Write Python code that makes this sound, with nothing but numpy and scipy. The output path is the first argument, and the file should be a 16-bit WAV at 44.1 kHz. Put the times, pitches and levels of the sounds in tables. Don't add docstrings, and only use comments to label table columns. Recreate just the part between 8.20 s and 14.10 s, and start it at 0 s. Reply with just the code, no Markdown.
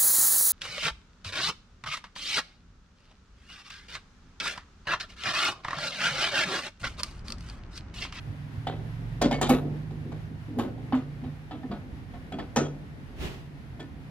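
import sys
import numpy as np
from scipy import signal
from scipy.fft import rfft, irfft, next_fast_len
from scipy.io import wavfile
from scipy.ndimage import map_coordinates

SR = 44100
rng = np.random.default_rng(int(sys.argv[2]) if len(sys.argv) > 2 else 0)


def digitize_waveform(pressure):
    field = np.atleast_2d(pressure).T
    bounded = np.clip(field, -1, 1)
    quanta = np.round(bounded * 32767).astype(np.int16)
    wavfile.write(sys.argv[1], SR, quanta)


N = 260190

# f/Hz, level/dB, time to fall by 60 dB/s
STEEL_PANELS = [(149, -9.5, 0.76), (203.4, -7.5, 0.2), (235.5, -1, 0.27), (257.95, 2, 0.33),
                (294.8, -3, 0.31), (318.7, -6, 0.37), (379.2, -4.5, 0.27), (451.2, -4, 0.2),
                (500.4, -12.5, 0.4)]
# f/Hz, level/dB, time to fall by 60 dB/s before a length factor
GLASS_RIM = [(1786, 14.5, 0.26), (2246, 0.5, 0.27), (2450, -1, 0.15), (2800, 4, 0.17), (3054, 17.5, 0.15),
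             (3337, 14, 0.14), (3650, 12.5, 0.13), (4570, 8, 0.24), (5000, 10.5, 0.13), (6000, -14, 0.06),
             (6340, -6, .08), (7190, -14.5, 0.1), (7950, -24, .1)]
# f/Hz, likeness (1 = the same, 0 = unrelated)
HOUSE_ALIKE = [(60, 0.4), (180, 0.93), (550, 0.48), (1650, -0.21), (4970, 0.088), (15000, -0.11)]
# f/Hz, left over right/dB
HOUSE_LEAN = [(60, -2.5), (240, -1.5), (950, 0.0), (3770, 1.5), (15000, -1)]

BEAT_HZ, BEAT_DEPTH = 25.8, 0.41
LOW_TONES_LEAN_DB = 1.2


def amp(db):
    return 10 ** (np.asarray(db) / 20)


def unit(x):
    return x / np.sqrt(np.mean(x ** 2) + 1e-20)


def along(points, hz):
    f, v = np.transpose(points)
    return np.interp(np.log(hz + 1), np.log(f + 1), v)


def over_time(points):
    s, v = np.transpose(points)
    return np.interp(np.arange(N) / SR, s, v)


def random_curve(length, knots_per_s, t):
    return map_coordinates(rng.standard_normal(length), [t * knots_per_s])


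def wobble(rate):
    return random_curve(int(N * rate / SR) + 4, rate, np.arange(N) / SR)


def filtered(x, response):
    m = next_fast_len(x.shape[-1] + 4096)
    return irfft(rfft(x, m) * response(np.fft.rfftfreq(m, 1 / SR)), m)[..., :x.shape[-1]]


def lagged(x, samples):
    halves = np.array([[-samples], [samples]])
    return filtered(x, lambda hz: np.exp(1j * np.pi * hz * halves / SR))


def swell(start, rise, hold, fade):
    t = np.arange(N) / SR - start
    return np.clip(t / rise, 0, 1) ** 2 * np.exp(-np.maximum(t - rise - hold, 0) / fade)


def rush(spectrum, alike, lean):
    def mid_and_side(hz):
        turn = np.arccos(np.clip(along(alike, hz), -1, 1)) / 2
        return amp(along(spectrum, hz)) * [np.cos(turn), np.sin(turn)]

    mid, side = filtered(rng.standard_normal((2, N)), mid_and_side)
    sides = np.array([mid + side, mid - side])
    return unit(filtered(sides, lambda hz: amp(np.outer([.5, -.5], along(lean, hz)))))


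def add_at(out, start_s, sound):
    out[:, round(start_s * SR):][:, :sound.shape[-1]] += sound


def near(centre_hz, slope_db, most_db):
    return lambda hz: -np.minimum(slope_db * np.abs(np.log2(hz / centre_hz)), most_db)


def ring(modes, t, length, attack, weight_db, scatter_db, beat):
    detune = 0.01
    hz, db, t60 = np.transpose(modes)[:, :, None]
    strength, phase, tuning, beat_rate, beat_phase = rng.standard_normal((5, len(hz), 1))
    level_db = db + weight_db(hz) + scatter_db * strength - 60 * t / (t60 * length)
    twins = 1 + beat * np.cos(2 * np.pi * BEAT_HZ * beat_rate * t + 2 * beat_phase)
    waves = np.sin(2 * np.pi * hz * (1 + detune * tuning) * t + phase / 2)
    x = (amp(level_db) * twins * waves).sum(0) * (1 - np.exp(-t / attack))
    return x / np.abs(x).max()


def muffled(times):
    # t/s, loss/dB
    settlings = [(1.074, 7), (1.106, 6), (1.18, 5), (1.324, 6), (1.35, 8), (2.39, 8), (2.414, 10),
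                 (2.794, 11), (3.09, 5), (3.46, 8), (4.392, 11), (4.424, 6)]
    settle_s = 0.0063
    losses = (db * np.clip((times - s) / settle_s, 0, 1) for s, db in settlings if s > times[0])
    return amp(-sum(losses) + 0 * times)


def rattle(t, length, alike):
    # f/Hz, level/dB per Hz
    crack = [(240, -9), (400, 1), (800, 0.5), (1930, -10.5), (3870, -14.5), (5350, -27), (7280, -23.5),
             (11000, -40.5), (16000, -54.5)]
    # f/Hz, time to fall by 60 dB/s before the length factor
    band_t60 = [(400, 0.39), (1500, 0.25), (5000, 0.2), (14000, 0.13)]
    # f/Hz, level over the rattle/dB
    tick = [(3000, -14.5), (7000, -1), (12000, 15)]
    tick_fade_s = 0.0055
    peaks_db = 3.5 * rng.standard_normal(int(SR / 2 / 45) + 4)
    noise = filtered(rng.standard_normal((3, len(t))), lambda f: amp(map_coordinates(peaks_db, [f / 45])))
    chatter = amp(3.2 * random_curve(160, 300, t))
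    stereo = noise[:2] * np.sqrt(1 - alike) + noise[2] * np.sqrt(alike)
    hz, s, bands = signal.stft(stereo, SR, nperseg=256)
    fall_db = 60 * s / (length * along(band_t60, hz)[:, None])
    bands = bands * amp(along(crack, hz)[:, None] - fall_db)
    bands = bands * (1 + amp(along(tick, hz))[:, None] * np.exp(-s / tick_fade_s))
    x = signal.istft(bands, SR, nperseg=256)[1][:, :len(t)]
    x = x / (3 * np.sqrt(np.mean(x[:, :600] ** 2)))
    return x * chatter * (1 - np.exp(-t / 0.0021)) * (1 + 0.29 * np.exp(-t / 0.0011))


def knocks():
    # t/s, clack level before trims/dB, boom level before muffling/dB, treble loss/dB,
    # loudest panel f/Hz, loudest glass f/Hz, most that other panels lose/dB, extra low buzz of the rattle/dB
    contacts = [(0.469, -20, -33, 37, 207, 740, 6, 2), (0.563, -41.5, -57, 29, 259, 760, 14, 9),
                (1.014, -14.5, -20, 23.5, 225.4, 720, 19, 6), (1.034, -25.5, -20, 30.5, 276, 800, 13, -10),
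                (1.111, -15.5, -21, 31, 266, 814, 13, 4), (1.128, -37, -29, 13, 260, 790, 9, -1),
                (1.213, -15.5, -25, 17, 400, 760, 16, 7), (1.231, -21.5, -26.5, 22.5, 264, 1170, 9, -10),
                (1.293, -14.5, -10.5, 24, 247.2, 800, 15.5, 4.5),
                (1.302, -17.5, -18.5, 43, 504, 1140, 25, -1), (1.329, -24, -17, 50, 273, 1310, 15, -4),
                (1.708, -39, -35, 32, 251, 770, 11, -6), (1.917, -38, -39, 32, 235, 760, 8, 9),
                (2.387, -22.5, -15, 28, 242, 770, 19, 0), (2.397, -22, -27, 37, 244, 1074, 10, -2),
                (2.424, -44, -29.5, 19, 404, 790, 13, -7), (2.579, -40, -45, 38, 234, 780, 3, -6),
                (2.724, -16, -16.5, 65, 264, 803, 38, -15), (2.748, -27.5, -41, 30.5, 246, 980, 7, 7.5),
                (3.018, -49, -32, 36, 244, 800, 24, -2), (3.038, -36.5, -35, 37, 244, 696, 20, 3),
                (3.31, -29, -34.5, 43, 285, 764, 21, -13), (3.341, -38.5, -40, 64, 313, 785, 5, 11),
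                (3.431, -37.5, -27, 66, 251, 774, 17.5, 6), (3.514, -28, -44, 40, 205, 726, 19, 3),
                (3.937, -37, -40.5, 37, 250, 700, 17, 3.5), (4.121, -28.5, -27, 36, 212, 726, 20, -10),
                (4.186, -28, -50, 40, 240, 810, 15, 4), (4.196, -32.5, -35.5, 32, 204, 1060, 10, 3),
                (4.361, -14, -18.5, 23.5, 236, 900, 13.5, 2.5), (4.363, -22, -43, 45, 236, 636, 12, 7.5),
                (4.372, -18.5, -40, 43, 242, 810, 3, 8), (4.4, -36, -19, 56, 395, 636, 17.5, 2),
                (5.595, -35, -36, 26, 300, 985, 8, -6)]
    # f/Hz, level/dB, time to fall by 60 dB/s
    glass_tones = [(580, -14, 0.19), (635, 1.5, 0.16), (708, 2, 0.15), (752.6, 1, 0.17), (796.4, -2, 0.16),
                   (823, 2.5, 0.083), (922, 9, 0.041), (1002, -4, 0.11), (1094, 1.5, 0.1),
                   (1176, -1, 0.098), (1292, -4.5, 0.28), (1400, -18, 0.21), (1480, -6.5, 0.34)]
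    glass_lead_db, boom_lag_s = 13, 0.00595
    rattle_under_db, rattle_dulls = 11, 0.18
    rattle_length, soft_shortens = 1.244, 0.0045
    high_sides = amp([[0.8], [-0.8]])
    low_sides = amp([[-LOW_TONES_LEAN_DB / 2], [LOW_TONES_LEAN_DB / 2]])
    out, t = np.zeros((2, N + SR)), np.arange(2 * SR // 5) / SR
    glass_t = t[:len(t) // 2]
    for s, db, boom_db, loss_db, panel_hz, glass_hz, lead_db, buzz_db in contacts:
        rattle_db = db - rattle_under_db - rattle_dulls * loss_db
        boom = ring(STEEL_PANELS, t, 1.0, 0.0043, near(panel_hz, 170, lead_db), 3, 0)
        boom = amp(boom_db) * boom * muffled(s + t)
        clack = ring(glass_tones, glass_t, 1.0, 0.0007, near(glass_hz, 76, glass_lead_db), 4.5, BEAT_DEPTH)
        clack = amp(db - 4.0) * clack
        clink = ring(GLASS_RIM, glass_t, .45, .0007, np.zeros_like, 4, BEAT_DEPTH)
        clink = amp(rattle_db + 1.5) * clink
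        # (Hz, dB)
        hardness = [(450, db - 5.0 + buzz_db), (1100, db - 6.0), (2200, rattle_db + 13.5),
                    (4500, rattle_db + 26.5 - 0.38 * loss_db), (6500, db - loss_db + 28.5)]
        chatter = rattle(t, max(rattle_length - soft_shortens * loss_db, .5), alike=0.59)
        chatter = filtered(chatter, lambda hz: amp(along(hardness, hz)))
        add_at(out, s, high_sides * chatter)
        add_at(out, s, high_sides * clink + low_sides * clack)
        add_at(out, s + boom_lag_s, low_sides * boom)
    return out[:, :N]


def thuds():
    # t/s, boom level before muffling/dB, loudest panel f/Hz
    pushes = [(1.056, -14, 266), (1.383, -50, 232), (1.428, -28.5, 139), (1.851, -30, 153),
              (2.283, -33, 282), (2.368, -22.5, 228), (3.499, -27, 205), (4.372, -24, 150),
              (4.408, -30.5, 151)]
    free_under_hz = 170
    out, t = np.zeros((2, N + SR)), np.arange(2 * SR // 5) / SR
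    for s, db, panel_hz in pushes:
        boom = amp(db) * ring(STEEL_PANELS, t, 1, 0.0048, near(panel_hz, 50, 15.0), 2.7, 0)
        if panel_hz > free_under_hz:
            boom = boom * muffled(s + t)
        add_at(out, s, boom)
    return out[:, :N]


def pings():
    # t/s, level before the waver/dB, loudest rim f/Hz, ring length factor
    free_rings = [(.472, -31, 3320, 0.11), (1.031, -32, 3400, 0.73), (1.124, -28, 2225, 1),
                  (1.13, -41, 4500, 0.68), (1.126, -37, 1860, .25), (1.228, -31, 3300, 0.53),
                  (1.237, -33, 3070, 0.49), (1.297, -27, 2250, 0.43), (3.433, -50, 1820, 0.35),
                  (4.127, -42.5, 3300, 0.78), (4.186, -46, 3320, 0.3), (4.199, -45, 3320, 0.45),
                  (4.198, -35, 1730, 0.11), (4.362, -31, 7190, 1), (4.432, -47, 3320, 0.46),
                  (4.451, -43.5, 3320, 0.87), (5.597, -43, 1770, 0.66), (5.599, -41, 3360, 0.48)]
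    out, t = np.zeros((2, N + SR)), np.arange(2 * SR // 5) / SR
    for s, db, rim_hz, length in free_rings:
        waver_db = 2 * random_curve(50, 80, t)
        tone = ring(GLASS_RIM, t, length, 0.0035, near(rim_hz, 260, 23.8), 2, BEAT_DEPTH / 2)
        add_at(out, s, amp(db + waver_db) * tone)
    return out[:, :N]


def bright_bursts():
    # t/s, level before rise and fall/dB, centre f/Hz
    bursts = [(.47, -41.5, 3330), (1.015, -36, 4700), (1.226, -33, 3620), (1.289, -36.5, 10800),
              (1.296, -41, 2570), (3.036, -59, 3580), (3.309, -51, 3300), (3.51, -54.5, 3600),
              (4.187, -56, 4540), (2.383, -52, 11000), (2.724, -64, 11000), (2.766, -67, 6000),
              (4.36, -31, 6200)]
    width_octaves, t60_s = 0.3, 0.25
    out, t = np.zeros((2, N + SR)), np.arange(2 * SR // 5) / SR
    for s, db, hz in bursts:
        noise = filtered(rng.standard_normal(len(t)),
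                         lambda f: np.exp(-(np.log2((f + 1) / hz) / width_octaves) ** 2))
        add_at(out, s, amp(db - 60 * t / t60_s) * (1 - np.exp(-t / .0012)) * unit(noise))
    return out[:, :N]


def plate():
    return lagged(knocks() + thuds() + pings() + bright_bursts(), -2.8)


def scuff():
    # f/Hz, level/dB per Hz
    swish_colour = [(350, -34), (600, -0.5), (1530, -8.5), (2760, -5), (7730, -23), (11000, -26.5),
                    (15600, -29), (16200, -63)]
    body_colour = [(200, -6.5), (300, -11.5), (380, -2.5), (480, -14.0), (700, -24), (1200, -77)]  # (Hz, dB)
    start_s, rise_s, hold_s = 4.94, 0.093, 0.018
    swish_fade_s, body_fade_s, body_leads_s = 0.075, 0.079, 0.0086
    grain_db = 0.69 * wobble(110) + 0.8 * wobble(35)
    swish = amp(-39 + grain_db) * rush(swish_colour, [(500, 0.26), (3000, 0.14)], [(500, -.6)])
    body = amp(-35.5) * rush(body_colour, [(400, 0.67)], [(400, -1.0)])
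    swish = swell(start_s, rise_s, hold_s, swish_fade_s) * swish
    body = swell(start_s - body_leads_s, rise_s, hold_s, body_fade_s) * body
    return lagged(swish + body, 6.84)


def engine():
    # t/s, level/dB
    loudness = [(0, -44.5), (.5, -40), (1.05, -34), (1.6, -36), (2.2, -42.5), (3.05, -42), (3.9, -74)]
    # f/Hz, level/dB
    let_through = [(36, -36.5), (47, -5.5), (58, -24), (68, -36), (80, -9), (93, -18), (103, -2.5),
                   (112, -0.5), (124, -12.5), (134, -16.5), (145, 0), (157, -2.5), (170, -16), (230, -35)]
    firings_hz, gathers_hz_per_s = 20.33, 3.0
    t = np.arange(N) / SR
    gate = np.clip((loudness[-1][0] - t) / 0.026 + 1, 0, 1)
    hz = firings_hz + gathers_hz_per_s * t
    turns = np.cumsum(hz) / SR
    tones = np.zeros(N)
    for k in range(2, 9):
        strength = amp(along(let_through, k * hz) + 0.69 * wobble(5.43))
        tones += strength * np.sin(2 * np.pi * k * turns + 0.59 * wobble(6.32) + k * k)
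    return gate * np.sqrt(2) * amp(over_time(loudness)) * tones * amp([[-2.1], [1.6]])


def drone():
    # f/Hz, level/dB per Hz
    colour = [(110, -95), (190, -1.5), (265, 1), (335, -7.5), (367, -9), (451, -11.5), (900, -22),
              (1170, -43), (1980, -120)]
    # t/s, hold length/s, level before lumps/dB
    drags = [(0.543, 0.062, -55), (1.018, 0.35, -38), (2.309, 0.077, -40.5), (4.328, 0.021, -60),
             (4.352, 0.03, -62), (5.58, 0.032, -69)]
    rise_s, fade_s = 0.045, 0.15
    dragging = sum(amp(db) * swell(s, rise_s, length, fade_s) for s, length, db in drags)
    lumps_db = 1.8 * wobble(16)
    return (amp(-50.5) + dragging) * amp(lumps_db) * rush(colour, HOUSE_ALIKE, HOUSE_LEAN)


def rumble():
    # f/Hz, level/dB per Hz
    colour = [(24, -44), (33, -31), (42, 1), (52, 1), (80, -1), (118, -2), (148, 4), (172, -7.5),
              (220, -11), (290, -41), (480, -120)]
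    return amp(-43.5 + 0.34 * wobble(8.1)) * rush(colour, HOUSE_ALIKE, HOUSE_LEAN)


def low_thumps():
    # t/s, level before panning/dB, f/Hz
    thump_rows = [(0.086, -30, 106), (0.377, -26.5, 111), (3.053, -32, 95), (3.608, -38, 92),
                  (3.721, -34, 69), (4.991, -30, 62), (5.043, -32.5, 64), (5.524, -37, 112)]
    peak_s = 0.011
    out, t = np.zeros(N + SR), np.arange(SR // 4) / SR
    for s, db, hz in thump_rows:
        shape = t / peak_s * np.exp(1 - t / peak_s)
        out[round(s * SR):][:len(t)] += amp(db) * np.sin(2 * np.pi * hz * t) * shape
    return out[:N] * amp([[-1.6], [1.3]])


def hiss():
    # f/Hz, level/dB per Hz
    colour = [(410, -17), (700, 3.5), (1200, 0), (1870, 1.4), (2300, -2.5), (5000, -13.5), (8000, -23),
              (11000, -20.5), (15500, -30.5), (16200, -61)]
    # t/s, level/dB
    loudness = [(0, -54), (.9, -53.5), (1.6, -54.5), (2.5, -55.5), (4.5, -56.5), (5.9, -57)]
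    flicker_db = .7 * wobble(14)
    return amp(over_time(loudness) + flicker_db) * rush(colour, HOUSE_ALIKE, HOUSE_LEAN)


def scene():
    return plate() + scuff() + engine() + drone() + rumble() + low_thumps() + hiss()


def record(dry):
    return filtered(dry, lambda hz: hz < 16650)


dry = scene()
out = record(dry)
digitize_waveform(out)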